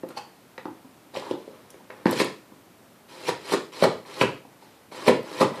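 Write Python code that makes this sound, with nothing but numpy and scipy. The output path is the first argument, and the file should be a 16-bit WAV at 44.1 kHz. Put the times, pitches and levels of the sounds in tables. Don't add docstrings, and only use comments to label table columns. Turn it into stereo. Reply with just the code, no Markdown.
import sys
import numpy as np
from scipy import signal
from scipy.fft import rfft, irfft
from scipy.io import wavfile

SR = 44100
rng = np.random.default_rng(int(sys.argv[2]) if len(sys.argv) > 2 else 0)


def transcribe(signal):
    frames = np.atleast_2d(signal).T
    limited = np.clip(frames, -1, 1)
    pcm = np.round(limited * 32767).astype(np.int16)
    wavfile.write(sys.argv[1], SR, pcm)


def nominal_scale(level):
    x = np.asarray(level, float) / 20
    return 10 ** x


N = 246959
T = np.arange(N) / SR

# [t/s, peak level/dB, struck panel f/Hz, clack level/dB]
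STOPS = [
    [(2.056, -5, 298, -4), (2.078, -14.5, 490, -10), (2.098, -21, 476, 17), (2.127, -17.5, 505, -22)],
    [(2.2, -12, 406, -14), (2.214, -9.5, 403, -7)],
    [(3.277, -23, 590, -4), (3.29, -16, 546, -9)],
    [(3.519, -15.5, 516, 1.5), (3.536, -11, 387, -6), (3.546, -25, 540, -14)],
    [(3.823, -4, 550, -21), (3.841, -6, 570, -6), (3.852, -9, 485, -18), (3.87, -14.5, 420, -25)],
    [(4.212, -4.5, 505, -14.5), (4.219, -17, 297, -14), (4.234, -14, 427, -12)],
    [(5.077, -6, 418, -1.5), (5.081, -6, 600, -11.5), (5.092, -3.5, 486, -24), (5.108, -14, 312, -16)],
    [(5.408, -9, 416, -20), (5.416, -6, 615, 2), (5.427, -7, 380, -22), (5.445, -22.5, 340, -24)],
]
# [shove of the whole box level/dB, ring length left by the grip/ratio]
PUSHES = [(-11.5, 0.51), (-10, 0.52), (-11, 0.21), (-16, 0.62), (-8.5, 0.53), (-3.5, 0.69), (8.5, 0.72),
          (0, 0.48)]
# [t/s, peak level/dB, struck panel f/Hz, clack level/dB]
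TAPS = [(0.033, -22, 362, -15), (0.074, -47, 430, -12), (0.175, -43, 590, 24), (0.579, -29.5, 530, -6.5),
        (0.653, -22.5, 323, -2), (0.679, -28.5, 338, -2), (0.844, -40, 270, -8), (1.15, -27.5, 550, 21),
        (1.168, -22, 520, -7), (1.222, -29, 450, 11), (1.309, -13.5, 366, -9), (1.349, -28.5, 344, -3),
        (1.476, -29, 458, -16), (1.741, -36, 363, -4), (1.804, -40, 322, 3), (1.9, -32, 570, -3),
        (2.518, -38.5, 281, -6), (4.052, -41, 513, 4), (4.449, -38.5, 295, -1), (4.622, -40.5, 297, 4),
        (4.919, -34, 517, -18)]
# [f/Hz, level/dB, t60/s]
PANELS = [(152, -9, 0.032), (236.9, -15, 0.18), (318, -3, 0.038), (352, 0, 0.045), (417.3, 5, 0.045),
          (502.6, 8, 0.059), (611, 0, 0.041), (836, -0.5, 0.017), (963, -3.5, 0.02), (1150, -59, 0.12),
          (1150, -51, 0.055), (1667, -19, 0.016)]
# [t/s, peak level/dB, ring f/Hz]
TICKS = [(0.0312, -39.5, 1840), (0.5788, -26, 2060), (0.5795, -35, 4330), (0.655, -29, 1300),
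         (1.144, -30, 4230), (1.1625, -22, 2590), (1.3107, -27, 3520), (1.7417, -43, 2200),
         (1.9041, -28.5, 1820), (1.9007, -38, 1100), (2.056, -17.5, 1680), (2.057, -24.5, 4540),
         (2.066, -14, 1970), (2.2009, -11.5, 2200), (2.2098, -26, 2300), (2.226, -27, 1910),
         (3.2905, -19, 1880), (3.5386, -28, 3920), (3.822, -17.5, 3360), (3.8396, -17.5, 4630),
         (4.0514, -39, 1860), (4.2122, -5.5, 2500), (5.074, -20, 4970), (5.0813, -8, 2130),
         (5.0887, -17, 2280), (5.4265, -39, 2270)]
# [t/s, peak level/dB]
SNAPS = [(0.088, -30), (0.0974, -42), (0.5796, -58), (1.309, -35), (1.7035, -29), (2.056, -30),
         (2.1101, -15), (2.244, -20), (3.8237, -30), (4.7047, -53), (5.2294, -32), (5.5563, -36)]
# [start t/s, end t/s, rumble level at start/dB, at end/dB, rasp minus rumble/dB]
RUBS = [(0.067, 0.16, -45, -60, -15), (1.131, 1.168, -38, -36, -9), (1.187, 1.308, -38, -37, -4),
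        (1.378, 1.49, -50.5, -57, 3), (1.507, 1.843, -47.5, -56, -7), (1.91, 2.047, -42, -49, -23),
        (2.062, 2.109, -30.5, -31.5, 0), (2.119, 2.161, -19.5, -39, -3), (2.145, 2.198, -39.5, -29, 11.5),
        (3.079, 3.272, -46, -37, 4.5), (3.393, 3.496, -50, -31.5, 5), (3.717, 3.819, -39, -34, 4),
        (4.053, 4.191, -42.5, -35.5, 3), (4.603, 4.755, -51.5, -59, 4.5), (4.911, 5.06, -36, -36.5, 1.5),
        (5.239, 5.387, -40, -31, 0), (5.53, 5.6, -34.5, -33, -6)]
# [t of top/s, rumble level/dB, rasp
# level/dB]
SLIPS = [
    (0.106, -43.5, -71),
    (0.178, -37, -53),
    (1.169, -46.5, -42),
    (2.206, -24, -37),
    (3.288, -23, -28.5),
    (3.537, -21, -26.5),
    (3.839, -15.5, -30.5),
    (4.217, -18, -29.5),
    (5.084, -15.5, -25),
    (5.419, -14.5, -26.5),
]
# [f/Hz, width/Hz, level/dB]
DIAL = [(1990, 700, -3.5), (2500, 320, 3.5), (2920, 880, -1), (4200, 800, 0), (5090, 630, -0.5),
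        (7350, 2500, -7.5), (10850, 3500, -13.5)]
SQUEAK = 0.1756, 0.0065, 0.0062, [(864, 61, -29.5), (2660, 340, -35.5), (4470, 240, -35.5),
          (5200, 460, -60)]
# [f/Hz, t60/s, level/dB, likeness of the channels/0-1]
ROOM = [(125.3, 0.4, 3, 0.98), (306.5, 0.35, -1.5, 0.9), (713, 0.32, -0.5, 0.49), (1490, 0.35, 2.5, 0),
        (3400, 0.36, 0, 0.02), (7570, 0.34, -4, 0.1), (12000, .22, -14, 0.4)]
# [f/Hz, level per Hz/dB]
HISS = [(30, -37), (106, -7.5), (270, -2.5), (380, -7), (830, -10), (1350, -13.5), (6540, -25),
        (15000, -25)]
# [f/Hz, likeness/0-1]
HISS_ALIKE = [(60, 0.5), (300, 0.63), (1400, 0.01)]


def blows():
    rows = [(s, db, hz, -23, clack_db, 0.86) for s, db, hz, clack_db in TAPS]
    for stop, (shove_db, grip) in zip(STOPS, PUSHES):
        for k, (s, db, hz, clack_db) in enumerate(stop):
            thump_db = -22.5 if k else shove_db
            rows.append((s, db, hz, thump_db, clack_db, grip))
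    return rows


def add(track, s, sound):
    i = int(s * SR)
    track[i:i + len(sound)] += sound[:N - i]


def knocks():
    focus, scatter_db, detune = 0.38, 4.5, 0.033
    push_cycles, swell_cycles, travel_s = 0.23, 0.48, 0.001496
    out, t = np.zeros(N), np.arange(5000)[:, None] / SR
    panel_hz, panel_db, panel_t60 = np.transpose(PANELS)
    for s, peak_db, struck_hz, thump_db, clack_db, grip in blows():
        near = 1 / (1 + (np.log(panel_hz / struck_hz) / focus) ** 2)
        reach = np.where(panel_hz > 700, nominal_scale(clack_db + 15.5), near)
        reach = np.where(panel_hz < 250, nominal_scale(thump_db + 17.5), reach)
        hz = np.append(panel_hz, struck_hz)
        gain = np.append(nominal_scale(panel_db) * reach, nominal_scale(4.5))
        t60 = np.append(panel_t60, 0.045) * np.clip(grip, 0.2, 2.5)
        level_chance, pitch_chance = rng.standard_normal((2, len(hz)))
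        decay = np.exp(-np.log(1000) * t / t60)
        modes = np.sin(2 * np.pi * hz * (1 + detune * pitch_chance) * t) * decay
        swell = 1 - np.exp(-t[:, 0] * struck_hz / swell_cycles)
        blow = swell * (modes @ (gain * nominal_scale(scatter_db * level_chance)))
        push = np.hanning(int(push_cycles * SR / struck_hz) + 3)
        blow = np.convolve(blow, push)
        add(out, s + travel_s, nominal_scale(peak_db) * blow / np.abs(blow).max())
    return out


def ring(x, hz, width_hz):
    return signal.lfilter(*signal.iirpeak(hz, hz / width_hz, fs=SR), x)


def crack(decay_s, first):
    t = np.arange(900) / SR
    splinters = rng.standard_normal(len(t)) * np.exp(-t / decay_s) * np.minimum(t / 0.0005, 1)
    splinters[20] += first
    return splinters


def ticks():
    out, width_hz = np.zeros(N), 900
    for s, peak_db, hz in TICKS:
        tick = ring(ring(crack(0.0034, 12.0), hz, width_hz), hz, 2.5 * width_hz)
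        add(out, s, nominal_scale(peak_db) * tick / np.abs(tick).max())
    return out


def snaps():
    out = np.zeros(N)
    for s, peak_db in SNAPS:
        snap = ring(crack(0.0012, 3.0), 7500, 8000)
        add(out, s, nominal_scale(peak_db) * snap / np.abs(snap).max())
    return out


def friction(per_s, spread_db):
    catch = rng.random(N) < per_s / SR
    return catch * rng.standard_normal(N) * nominal_scale(spread_db * rng.exponential(size=N))


def unit(x):
    return x / np.sqrt(np.mean(x ** 2))


def surge(s, rise_s, fall_s):
    return np.exp(-np.where(T < s, (s - T) / rise_s, (T - s) / fall_s))


def rubbing():
    fibres = friction(2500, 1.5)
    rumble = unit(sum(nominal_scale(db) * ring(fibres, hz, 1.9 / t60) for hz, db, t60 in PANELS))
    fibres = friction(6000, 2.2)
    rasp = np.zeros(N)
    for k, (hz, width_hz, db) in enumerate(DIAL):
        rasp += (-1) ** k * nominal_scale(db) * ring(fibres, hz, width_hz)
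    rumble_gain, rasp_gain = np.zeros(N), np.zeros(N)
    touch_s, linger_s = 0.011, 0.032
    for start, end, start_db, end_db, rel_db in RUBS:
        db = np.interp(T, (start, end), (start_db, end_db))
        touch = np.clip(np.minimum(T - start, end + linger_s - T) / touch_s, 0, 1)
        rumble_gain += touch * nominal_scale(db - 7)
        rasp_gain += touch * nominal_scale(db + rel_db - 12.5)
    for s, rumble_db, rasp_db in SLIPS:
        rumble_gain += nominal_scale(rumble_db) * surge(s, 0.0076, 0.011)
        rasp_gain += nominal_scale(rasp_db) * surge(s, 0.014, 0.012)
    return rumble_gain * rumble + rasp_gain * unit(rasp)


def squeak():
    s, rise_s, fall_s, overtones = SQUEAK
    chatter = friction(3000, 0.95)
    tones = sum(nominal_scale(db) * unit(ring(chatter, hz, width_hz)) for hz, width_hz, db in overtones)
    return surge(s, rise_s, fall_s) * tones


def stereo(mid, side, alike):
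    c = np.clip(alike, 0, 1)
    return np.sqrt(1 + c) * mid + np.sqrt(1 - c) * side * np.array([[1], [-1]])


def echoes():
    gap_s, build_s, edge_s = 0.0025, 0.00075, 0.005
    t = np.arange(22000) / SR
    edges = rng.standard_normal((2, len(t))) * np.exp(-t / edge_s)
    edges = signal.sosfilt(signal.butter(2, 4000, "high", fs=SR, output="sos"), edges)
    tail = edges / np.linalg.norm(edges, axis=1, keepdims=True)
    build = 1 - np.exp(-np.maximum(t - gap_s, 0) / build_s)
    for hz, t60, db, alike in ROOM:
        limits = [hz / 1.357, min(hz * 1.484, 0.45 * SR)]
        band = signal.butter(2, limits, "band", fs=SR, output="sos")
        mid, side = signal.sosfilt(band, rng.standard_normal((2, len(t))))
        fade = np.exp(-np.log(1000) * t / t60) * build
        tail = tail + nominal_scale(db) * stereo(mid, side, alike) * fade / np.sqrt(2 * np.sum(fade ** 2))
    return tail


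def room(x):
    count, spot_s = 6, 0.013
    spot = T / spot_s % count
    out = np.zeros((2, N))
    for k in range(count):
        apart = np.abs((spot - k + count / 2) % count - count / 2)
        share = np.cos(np.pi / 2 * np.minimum(apart, 1))
        out += signal.fftconvolve((x * share)[None], echoes(), axes=1)[:, :N]
    return out


def hiss():
    log_hz = np.log(np.fft.rfftfreq(N, 1 / SR) + 1)
    hz, db = np.transpose(HISS)
    colour = nominal_scale(np.interp(log_hz, np.log(hz), db))
    hz, likeness = np.transpose(HISS_ALIKE)
    alike = np.interp(log_hz, np.log(hz), likeness)
    mid, side = rfft(rng.standard_normal((2, N)))
    both = irfft(colour * stereo(mid, side, alike), N)
    return both * nominal_scale(-53.5) / np.std(both.mean(axis=0))


def scene():
    box = knocks() + ticks() + snaps() + rubbing() + squeak()
    box = signal.sosfilt(signal.butter(4, 128, "high", fs=SR, output="sos"), box)
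    box = signal.sosfilt(signal.butter(2, 11500, fs=SR, output="sos"), box)
    left_db, right_lag = 1, 3
    direct = np.array([box * nominal_scale(left_db), np.roll(box, right_lag) * nominal_scale(-left_db)])
    return nominal_scale(1) * direct + room(box) + hiss()


def top_cut(x):
    return signal.sosfilt(signal.butter(12, 15550, fs=SR, output="sos"), x)


def record(dry):
    rounded = np.tanh(0.9 * dry) / 0.9
    top = signal.ellip(8, 0.2, 45, 14600, fs=SR, output="sos")
    return top_cut(signal.sosfilt(top, rounded))


dry = scene()
out = record(dry)
transcribe(out)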